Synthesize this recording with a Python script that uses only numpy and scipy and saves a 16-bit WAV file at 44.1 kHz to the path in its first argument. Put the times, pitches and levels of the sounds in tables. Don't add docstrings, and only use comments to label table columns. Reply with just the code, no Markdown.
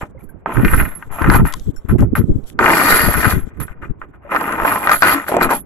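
import sys
import numpy as np
from scipy import signal
from scipy.io import wavfile

SR = 44100
rng = np.random.default_rng(int(sys.argv[2]) if len(sys.argv) > 2 else 0)


def gain_from_db(level_db):
    decades = np.asarray(level_db, float) / 20
    return 10 ** decades


def persist_wave(psi):
    counts = np.round(np.clip(psi, -1, 1) * 32767).astype(np.int16)
    wavfile.write(sys.argv[1], SR, np.atleast_2d(counts).T)


N = 249253
DECK_TOP_HZ = 3400

# time_s, force_db, slack_db
PULL_1 = [
    (0.447, -84, -55),
    (0.462, -22.5, -53.5),
    (.538, -26, -18),
    (.6, -24, -21),
    (.664, -26, -8),
    (.808, -20.5, -10),
    (0.9, -36.5, -11),
    (1.081, -47.5, -22),
]
PULL_2 = [
    (1.089, -48, -55),
    (1.118, -34, -10),
    (1.268, -18.5, -30.5),
    (1.358, -12.5, -15.5),
    (1.44, -40, -23.5),
    (1.461, -22.5, -8),
    (1.549, -39, -15.5),
    (1.61, -65, 4),
]
PULL_3 = [
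    (2.584, -51.5, -29.5),
    (2.591, -12.5, -38),
    (2.642, -12, -24.5),
    (2.762, -12, -14.5),
    (2.954, -11, -11.5),
    (3.182, -20, -8.5),
    (3.265, -17, -15.5),
    (3.315, -18.5, -10),
    (3.491, -61.5, -8),
]
PULL_4 = [
    (4.22, -53, -27),
    (4.286, -37.5, -39),
    (4.312, -17, -28),
    (4.45, -21.5, -20),
    (4.594, -18, -27.5),
    (4.694, -13.5, -13),
    (4.816, -21.5, -18),
    (4.862, -21, -8.5),
]
PULL_5 = [
    (4.862, -20, -28),
    (4.934, -12.5, -14),
    (4.998, -36, 2),
    (5.016, -26, -10.5),
    (5.032, -7.5, -22),
    (5.136, -15, -9.5),
    (5.156, -18, -20.5),
    (5.254, -31, -21),
]
PULL_6 = [
    (5.254, -39.5, -23),
    (5.285, -19, -11),
    (5.31, -19, -22),
    (5.39, -19, -42),
    (5.429, -9.5, -16),
    (5.484, -26, -25.5),
    (5.507, -13.5, -19),
    (5.558, -24.5, -7.5),
    (5.65, -88.5, 51.5),
]
# deck_weight_db, link_hardness_db, left_minus_right_db
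PULL_LAYS = [
    (1.5, -2.5, 1.5),
    (-9.5, -2, 2.5),
    (6.5, 2, 4.5),
    (4.5, -2.6, 2),
    (-0.5, 2.5, 2.5),
    (6.5, 2, 3),
]
# start_s, force_db, slack_db, held_s, left_minus_right_db
SLIPS = [(0.011, -24, -35, 0.01, 2.5), (0.192, -49.5, -12, 0.021, 3), (0.231, -57.5, 6, 0.0071, 11),
         (.29, -61, 13, 0.0072, 2), (1.887, -31.5, -16, 0.03, 1), (1.983, -33, -16, 0.041, 10.5),
         (2.155, -23, -11, 0.03, -0.5), (2.468, -60.5, 12, 0.023, 15), (3.457, -52, -4, 0.029, 2),
         (3.568, -45, -21, 0.0054, 4), (3.601, -31, -2.5, 0.023, 2.5), (3.679, -38.5, -30, 0.035, 3),
         (3.817, -36, -36, 0.035, 5), (3.892, -46, -27, 0.0064, 5), (4.011, -40.5, -43, 0.034, 0.5),
         (4.134, -48.5, -32, 0.018, 1), (4.152, -62, 5, 0.017, 2), (1.76, -54, 2, .015, 8),
         (1.85, -51.5, -35, 0.011, 6), (.395, -66, 5, .012, -3), (3.536, -52, -6, 0.027, 7),
         (3.44, -50, -47, 0.12, 2), (3.76, -53.5, -53, 0.042, -1)]
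# start_s, length_s, level_db
SLIDES = [(1.551, 0.16, -53), (1.74, 0.15, -68), (2.215, 0.22, -61.5), (2.46, 0.07, -53.5),
          (.95, 0.091, -59), (3.668, 0.057, -60), (0, 0.069, -55), (0.193, .075, -74), (.29, 0.035, -79),
          (1.03, 0.063, -61), (3.462, 0.036, -59), (3.826, 0.051, -62), (4, .05, -68), (.105, 0.0062, -66),
          (.397, .012, -75), (3.542, 0.027, -71), (4.09, 0.017, -74.5), (4.15, 0.013, -73),
          (4.25, .03, -76)]
# time_s, pitch_hz
BEARING = [(.46, 990), (.56, 1000), (.65, 1500), (.9, 1470), (1.12, 950), (1.26, 1230), (1.4, 1230),
           (1.5, 1386), (2.6, 1145), (2.72, 1060), (2.8, 1500), (3.35, 1510), (4.3, 1250), (4.8, 1070),
           (4.9, 1400), (5.24, 1340), (5.3, 676), (5.42, 970)]
# pitch_hz, level_db
DECK = [(150, -6), (290, -1), (490, -2), (825, -1), (1400, 3), (2050, -1), (2600, -8), (3300, -19)]
# pitch_hz, level_db, t60_s
PLATES = [(289.3, -3, 0.13), (602.5, -3, 0.11), (681.6, -1.5, 0.071), (819.4, -4.5, 0.056),
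          (917, -2.5, 0.043), (1040, -4.5, 0.045), (1234, -2.5, 0.04), (1330, -2.5, 0.052),
          (1463, -4.5, 0.065), (1561, -4.5, 0.02), (1843, 0, 0.031), (2047, 0, 0.026), (2425, 0, .04),
          (2790, -6, .04)]
# pitch_hz, level_db
CLACK = [(3000, 5.5), (4500, 2.5), (6300, -4.5), (7600, -0.5), (10000, -8), (12800, 3), (14100, -3),
         (15400, -29.5)]
# pitch_hz, level_db, t60_s
LINKS = [(10900, -15, .03), (11190, 1.5, 0.043), (11200, 5, 0.13), (11430, 1.5, 0.044),
         (11340, -6.5, 0.039), (11650, 6, 0.071), (11620, -0.5, .04), (11720, -1.5, 0.026),
         (10600, -12.5, .02), (12400, -11, 0.056), (12150, -26, .015), (12850, -23, .02)]
# centre_hz, t60_s, left_minus_right_db
SPOTS = [
    (584, 0.065, -2),
    (1000, 0.062, -4.7),
    (1395, 0.056, -2.5),
    (1500, 0.04, 4.5),
    (1980, 0.054, 1),
    (1340, 0.032, 4),
]
# time_s, peak_db
ON_FLOORBOARD = [(1.951, -22.5), (1.984, -34), (2.024, -12), (3.086, -8), (4.274, -30), (4.853, -15),
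                 (5.292, -10.5), (5.321, -4), (5.341, -2), (5.367, 2.5), (5.384, -6.5), (5.53, -9)]
ON_THWART = [(0.013, -26), (0.46, -6), (0.493, -17.5), (0.52, -31), (0.599, -16), (1.117, -32),
             (1.126, -23), (1.163, -33.5), (1.186, -12), (1.317, -5), (1.345, -2.5), (1.396, -10),
             (2.724, -2), (2.827, -10), (4.348, -3), (4.411, -8), (4.65, -0.5), (4.758, -5.5),
             (4.819, -13.5), (5.454, -10), (5.508, -6)]
ON_FOREDECK = [(0.711, -15), (0.735, -0.5), (1.219, -8), (1.243, -4), (1.895, -18), (2.59, 2),
               (2.626, -1.5), (2.679, 0.5), (2.848, -14), (2.885, -7.5), (2.904, -10.5), (2.924, -4.5),
               (3.14, -7), (3.201, -18), (4.016, -17), (4.309, -17), (5.18, -12), (5.492, -6)]
ON_GUNWALE = [(0.57, -8.5), (1.025, -19.5), (1.3, 1.5), (2.153, -6), (2.781, -6), (2.814, -1.5),
              (2.947, -7.5), (3.058, -20.5), (3.245, 0), (3.253, -3.5), (3.305, -16), (3.324, -10),
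              (3.602, -23), (3.681, -22), (4.362, -2), (5.41, -1)]
ON_STEM = [(0.648, -2.5), (0.68, -8), (0.777, -14), (0.798, -5), (0.852, -15.5), (2.659, 1.5),
           (2.702, -1.5), (2.733, -1.5), (2.977, -11.5), (3.005, -7), (3.175, -24), (4.676, -7.5),
           (4.838, -15), (5.082, -3.5), (5.266, -21.5)]
ON_HATCH = [(1.453, -10.5), (2.643, -1.5), (3.112, -10.5), (4.474, -25), (4.485, -15.5), (4.497, -17),
            (4.527, -15), (4.547, -17), (4.57, -25), (4.6, -5.5), (4.872, 2), (4.894, 3), (4.916, 4.5),
            (4.934, -5), (5.022, 6.5), (5.03, 2), (5.063, -4), (5.242, -22), (5.283, -10.5), (5.429, -7),
            (5.444, -5)]
# time_s, peak_db, pitch_hz, until_silent_s, left_minus_right_db
TAPS = [(.147, -32, 524, 0.048, -5), (.177, -49, 2090, 0.023, -2), (.205, -47.5, 2310, 0.019, -6),
        (.291, -42.5, 1560, 0.035, 3), (.013, -48, 7400, 0.034, 10), (.232, -75, 4600, .05, 4),
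        (.232, -65, 11000, .05, 8), (.355, -38, 580, 0.023, -2), (0.952, -36, 11200, 0.068, -25),
        (1.537, -20.5, 1040, 0.021, 12), (1.762, -49, 5500, 0.066, 13), (1.761, -53, 7250, 0.05, 22),
        (1.763, -76, 3920, .04, 4), (1.764, -40.5, 1500, 0.019, 13), (4.248, -28.5, 581, 0.047, 8),
        (4.913, -6.5, 1223, 0.052, 3), (5.087, -16.5, 1314, 0.11, 9.5), (5.135, -12.5, 284, 0.12, 5.5),
        (5.38, -12, 800, 0.035, 2), (5.3, -24, 475, 0.056, 4), (5.346, -15, 373, .08, 2),
        (5.41, -19.5, 258, 0.22, 0)]
# time_s, peak_db, left_minus_right_db
CLICKS = [(.648, -30, 5), (1.22, -25, 4.5), (1.302, -25.5, 1), (1.525, -20, 12), (1.538, -9, 3),
          (1.584, -42, 11), (1.597, -29.5, 10), (2.5, -31, 11.5), (2.006, -26.5, 11), (2.44, -41, 4),
          (3.6, -35, 12), (2.704, -20.5, -1), (2.783, -22, 3), (3.244, -19.5, 3), (3.305, -10, -1),
          (4.411, -21.5, 9), (4.524, -20.5, 8), (5.3, -29, 7), (6, -18, 6), (4.915, -21, -2),
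          (5.021, -16.5, 7), (5.343, -22, -2), (5.367, -12.5, 1), (5.412, -21.5, -3), (6.1, -24, 0),
          (4.9, -24.5, -5)]
# from_s, delay_samples
LAGS = [
    (2.5, 4),
    (4.2, 5),
]
# pitch_hz, left_minus_right_db
PORTS = [(200, -0.5), (2000, -1), (4200, -1), (6400, 7), (8000, 6), (9800, -6), (15000, -5)]
# time_s, level_db, left_minus_right_db
BREEZE = [(0.0, -39, -5), (.36, -43.5, -12.5), (.6, -32.5, -13), (.74, -12.5, 7.5), (.89, -31, -24),
          (1.16, -36.5, 23), (1.35, -7, 11.5), (1.57, -47, -23), (1.77, -39.5, -2), (2.1, -26, -9.5),
          (2.38, -26.5, -5), (2.47, -52, -48), (2.56, -29.5, -3.5), (3.24, -21.5, 13), (3.57, -34, -11.5),
          (3.95, -41, -8), (4.83, -40.5, 3), (5.65, -37.5, -9.5)]
# time_s, level_db,
# length_ms
PUFFS_LEFT = [(.594, -16, 24), (.651, -3, 26), (.791, -16.5, 110), (.911, -23, 39), (1.119, -20, 47),
              (1.378, -11.5, 55), (1.432, -5, 42), (1.568, -22.5, 95), (1.686, -9, 22), (1.916, -5.5, 28),
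              (2.019, -3, 32.6), (2.2, -3.5, 24.3), (2.307, -5, 27), (2.359, -7.5, 13), (3.088, -7, 31),
              (3.196, -20, 12), (3.272, -5, 18), (3.377, -8.5, 23.5), (3.439, -13.5, 20),
              (3.713, -20.5, 10), (3.908, -10.5, 14.6), (5.455, -16.5, 29), (5.57, -25, 15),
              (3.78, -29.5, 29)]
PUFFS_RIGHT = [(.033, -14, 3.4), (.592, -4.5, 33.5), (.699, -11, 83), (.795, -6.5, 56), (1.289, -4, 18),
               (1.411, -6, 56), (1.612, -19, 13), (1.676, -19.5, 13), (1.785, -18.5, 19), (1.944, -3.5, 29),
               (2.011, -8, 32), (2.05, -9.5, 34), (2.133, -4, 6), (2.246, -6, 12), (2.311, -11.5, 34),
               (2.446, -19.5, 19), (2.932, -13.5, 35), (3.15, -23, 19), (3.369, -14.5, 19),
               (3.539, -38, 20), (4.03, -28, 13), (.279, -30, 32), (4.994, -26, 32), (4.635, -14, 5.9)]
# pitch_hz, density_db_per_hz
HARBOUR = [(60, 4), (200, -20), (500, -14), (1000, -19.5), (2000, -33), (2800, -80), (4000, -79.5)]


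def chain():
    panel_hz = spread_modes(167.45, 3370, count=34)
    haul = hauling()
    hits = knock_rows(haul)
    body_hz = np.append(panel_hz, [plate[0] for plate in PLATES])
    left, right = rattle(panel_hz, haul, hits) + knocks(body_hz, hits) + taps() + clicks()
    lag = np.zeros(N, int)
    for s, samples in LAGS:
        lag[int(s * SR):] = samples
    return np.array([left, right[np.arange(N) - lag]])


def hauling():
    t = np.arange(N) / SR
    still = 0 * t
    moves = [[still - 63, still - 48, still, still, still]]
    pulls = (PULL_1, PULL_2, PULL_3, PULL_4, PULL_5, PULL_6)
    for pull, lay in zip(pulls, PULL_LAYS):
        force_db, slack_db = in_time(pull)
        idle = (t < pull[0][0]) | (t > pull[-1][0])
        moves.append([force_db - 200 * idle, slack_db, *(v + still for v in lay)])
    rise_db_per_s, fall_db_per_s = 5001, 586
    for s, force_db, slack_db, held, side_db in SLIPS:
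        edges = np.minimum(rise_db_per_s * (t - s), fall_db_per_s * (s + held - t))
        shape = np.minimum(edges, 0)
        moves.append([force_db + shape, slack_db + still, still, still, side_db + still])
    moves = np.array(moves)
    strongest = np.argmax(moves[:, 0], axis=0)
    force_db, slack_db, weight_db, hard_db, side_db = moves[strongest, :, np.arange(N)].T
    faint = np.maximum(-43 - force_db, 0)
    deep_db = weight_db + 0.47 * (-11 - slack_db) + 0.44 * faint
    jingle_db = slack_db - 0.3 * faint
    clack_db = np.maximum(force_db - 13 + hard_db + 0.56 * jingle_db, sliding())
    return force_db, deep_db, force_db + jingle_db, clack_db, side_db


def sliding():
    t = np.arange(N) / SR
    fade_db, edge_db_per_s = 5, 1500
    levels = []
    for s, length, level_db in SLIDES:
        edges = np.minimum(np.minimum(t - s, s + length - t), 0)
        levels.append(level_db - fade_db * (t - s) / length + edge_db_per_s * edges)
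    return np.max(levels, axis=0)


def rattle(panel_hz, haul, hits):
    deck_db, deep_db, ring_db, clack_db, side_db = haul
    out = np.zeros((2, N))
    at, size = contacts(per_s=1100, spread_db=4.0, clump_db=1.19)
    for hz in panel_hz:
        t60 = 0.035 * (1000 / hz) ** 1.38
        deep = deep_db[at] / (1 + (hz / 650) ** 4)
        gains = size * pan(side_db[at]) * gain_from_db(deck_db[at] + deep + at_hz(DECK, hz) - 24.0)
        out += strike(at, gains * even(t60) * (hz / 1000) ** .5, hz, t60, apart=0.42 * hz / 1000 + 0.21)
    bearing_hz, = in_time(BEARING)
    for hz, level_db, t60 in PLATES:
        octaves_off = np.log2(hz / bearing_hz[at])
        near = np.exp(-(octaves_off / .5) ** 2)
        gains = size * pan(side_db[at]) * gain_from_db(deck_db[at] + level_db - 9) * (near + 0.32)
        out += strike(at, gains * even(t60), hz, t60, apart=0.45 * hz / 1000 + 0.12)
    out = steep(out, DECK_TOP_HZ, "low")

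    at, size = contacts(per_s=2800, spread_db=1.5, clump_db=2.5)
    top = np.zeros((2, N))
    t60, top_hz = .009, 12900
    for hz in np.append(spread_modes(3150, 14800, count=22), [4510, 7540, 13300, 13900]):
        roller = np.exp(-(np.log2(hz / 4650) / .22) ** 2)
        hard = 0.7 * (clack_db[at] + 36) * roller
        hard += 2.8 * np.minimum(ring_db[at] + 29, 0) * (hz > top_hz)
        level_db = clack_db[at] + hard + at_hz(CLACK, hz) - 13 + 3.0 * drift(5.1)[at]
        gains = size * pan(side_db[at]) * gain_from_db(level_db)
        clack = strike(at, gains * even(t60) * (hz / 5000) ** .5, hz, t60, apart=0.99)
        if hz > top_hz:
            top += clack
        else:
            out += clack
    out += steep(jingle(at, size, ring_db, hits), 9800, "high")
    out = steep(steep(out, top_hz, "low"), top_hz, "low")
    return out + steep(top, [top_hz, 15400], "band")


def jingle(at, size, ring_db, hits):
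    s, peak_db, centre_hz, share_db, knock_side_db, knock_t60 = np.transpose(hits)
    both = np.append((s * SR).astype(int), at)
    out = 0
    for hz, level_db, t60 in LINKS:
        t60 = min(t60, .06)
        from_knocks = gain_from_db(peak_db + share_db - 19.5)
        from_contacts = size * gain_from_db(ring_db[at] - 5.5) * even(t60)
        gains = np.append(from_knocks, from_contacts)
        out = out + strike(both, gains * gain_from_db(level_db), hz, t60, apart=0.98)
    return out


def knock_rows(haul):
    places = (ON_FLOORBOARD, ON_THWART, ON_FOREDECK, ON_GUNWALE, ON_STEM, ON_HATCH)
    jingle_db = haul[2] - haul[0] + 2.5
    rows = []
    for hits, (hz, t60, side_db) in zip(places, SPOTS):
        for s, peak_db in hits:
            rows.append((s, peak_db, hz, jingle_db[int(s * SR) + 88], side_db, t60))
    return rows


def knocks(body_hz, hits):
    out, t, hz = np.zeros((2, N)), np.arange(4410) / SR, body_hz[:, None]
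    luck = rng.standard_normal((len(hits), 3, len(body_hz), 1))
    cracks = steep(rng.standard_normal((len(hits), 2, 4410)), [1800, 9000], "band")
    for hit, (size, turn, lag), crack in zip(hits, luck, cracks):
        s, peak_db, centre_hz, share_db, side_db, t60 = hit
        colour = gain_from_db(0.4 * at_hz(DECK, hz) - 24 * np.log2(hz / centre_hz) ** 2 + 2.0 * size)
        colour[:-len(PLATES)] *= gain_from_db(-7)
        decay = gain_from_db(-60 * t / t60 * (hz / centre_hz) ** 0.13)
        body = colour * decay * (1 - np.exp(-t / 0.00028))
        ports = []
        for k in (-1, 1):
            phase = 0.9 * turn + k * .4 * lag
            ports.append(np.sum(body * np.sin(2 * np.pi * hz * t + phase), axis=0))
        ports = steep(np.array(ports), DECK_TOP_HZ, "low")
        ports = ports / np.sqrt(np.mean(ports[:, :264] ** 2)) * gain_from_db(-7.5)
        crack = crack * gain_from_db(0.28 * share_db - 26.5 - 60 * t / .012)
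        sides = pan(np.clip(side_db, -12, 12))[:, None]
        add(out, s, gain_from_db(peak_db - 2.0) * sides * (ports + crack))
    return out


def taps():
    out, t = np.zeros((2, N)), np.arange(8820) / SR
    for s, peak_db, hz, t60, side_db in TAPS:
        pair = np.sin(2 * np.pi * hz * t) + .4 * np.sin(2 * np.pi * (hz + 40) * t)
        shape = gain_from_db(peak_db - 60 * (t / t60) ** 2) * (1 - np.exp(-t * hz / 4))
        add(out, s, pan(side_db)[:, None] * shape * pair)
    return out


def clicks():
    out, t = np.zeros((2, N)), np.arange(882) / SR
    snaps = steep(rng.standard_normal((len(CLICKS), 2, 882)), [1200, 12800], "band")
    snaps = signal.sosfilt(signal.butter(1, 4640, fs=SR, output="sos"), snaps)
    t60 = .011
    for (s, peak_db, side_db), snap in zip(CLICKS, snaps):
        shape = gain_from_db(peak_db - 60 * t / t60)
        add(out, s, pan(side_db)[:, None] * shape * (snap[0] + 0.13 * snap))
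    return out


def spread_modes(low_hz, high_hz, count):
    return np.geomspace(low_hz, high_hz, count) * gain_from_db(0.22 * rng.standard_normal(count))


def contacts(per_s, spread_db, clump_db):
    rate = np.minimum(per_s * gain_from_db(clump_db * drift(25)), 5000)
    at = np.flatnonzero(rng.random(N) < rate / SR)[:N // 12]
    sizes = gain_from_db(spread_db * np.minimum(rng.exponential(1, N), 4))[at]
    return at, sizes * np.sqrt(N / np.sum(sizes ** 2))


def strike(at, gains, hz, t60, apart):
    clicks = np.zeros((2, N))
    luck = rng.standard_normal((2, N // 11))[:, :len(at)]
    apart = np.clip(apart, 0, 1)
    right = np.sqrt(1 - apart ** 2) * luck[0] + apart * luck[1]
    clicks[:, at] = gains * np.array([luck[0], right])
    return ring(clicks, hz, t60) * pan(at_hz(PORTS, hz))[:, None]


def ring(clicks, hz, t60):
    r, w = gain_from_db(-60 / (t60 * SR)), 2 * np.pi * hz / SR
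    return signal.lfilter([0, np.sin(w)], [1, -2 * r * np.cos(w), r * r], clicks + 1e-18)


def even(t60):
    return np.sqrt(4 * np.log(1000) / (t60 * SR))


def wind():
    level_db, side_db = in_time(BREEZE)
    low = soft_band(rng.standard_normal((2, N)), 17, 120, order=1)
    lumps = gain_from_db(7.9 * np.array([drift(25), drift(8.8)]))
    breeze = rms_one(steep(low * lumps, 441, "low")) * gain_from_db(level_db) * pan(side_db)
    return breeze + np.array([puffs(PUFFS_LEFT), puffs(PUFFS_RIGHT)])


def puffs(table):
    out, t = np.zeros(N + 8192), np.arange(-4096, 4096) / SR
    noise = rng.standard_normal((len(table), 8192))
    for (s, level_db, ms), white in zip(table, noise):
        hz = 162 * 2 ** (0.41 * level_db) * (30 / ms) ** 0.52
        lumps = soft_band(white, 0.72 * hz, 2.94 * hz, order=1)
        lumps = steep(steep(lumps, 379, "low"), 600, "low")
        shape = np.exp(-(t * 1000 / (0.76 * ms)) ** 2)
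        lumps = lumps / np.sqrt(np.sum((lumps * shape) ** 2) / np.sum(shape ** 2))
        start = int(s * SR)
        out[start:start + 8192] += gain_from_db(level_db) * shape * lumps
    return out[4096:4096 + N]


def harbour():
    out, edges = 0, 50 * 2 ** np.arange(0, 6.6, .5)
    white = rng.standard_normal((2, 2, N))
    for k, (low, high) in enumerate(zip(edges, edges[1:])):
        mid, side = soft_band(white[k % 2], low, high, order=2)
        gain = gain_from_db(at_hz(HARBOUR, np.sqrt(low * high)) + 2.2 * drift(13.0))
        out = out + gain * (mid + 0.85 * side * [[1], [-1]])
    return gain_from_db(-48) * steep(rms_one(out), 2700, "low")


def drift(rate):
    r = np.exp(-80 * np.pi * rate / SR)
    white = rng.standard_normal(N // 40 + 2002)
    slow = signal.lfilter([1], [1, -2 * r, r * r], white)[2000:]
    return np.interp(np.arange(N) / 40, np.arange(len(slow)), rms_one(slow))


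def rms_one(x):
    return x / np.sqrt(np.mean(x ** 2) + 1e-20)


def in_time(rows):
    s, *columns = np.transpose(rows)
    return [np.interp(np.arange(N) / SR, s, c) for c in columns]


def at_hz(points, hz):
    point_hz, point_db = np.transpose(points)
    return np.interp(np.log(hz), np.log(point_hz), point_db)


def pan(db):
    return gain_from_db(np.array([db / 2, -db / 2]))


def steep(x, hz, kind):
    return signal.sosfilt(signal.butter(6, hz, kind, fs=SR, output="sos"), x)


def soft_band(x, low_hz, high_hz, order):
    return signal.sosfilt(signal.butter(order, [low_hz, high_hz], "band", fs=SR, output="sos"), x)


def add(out, s, sound):
    i = int(s * SR)
    out[:, i:i + sound.shape[1]] += sound[:, :N - i]


def scene():
    return chain() + wind() + harbour()


def low_pass(x):
    return signal.sosfilt(signal.butter(12, 15530, fs=SR, output="sos"), x)


def record(dry):
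    squeezed = dry / (1 + np.abs(dry / .99) ** 6) ** (1 / 6)
    return low_pass(steep(squeezed, 15480, "low"))


dry = scene()
out = record(dry)
persist_wave(out)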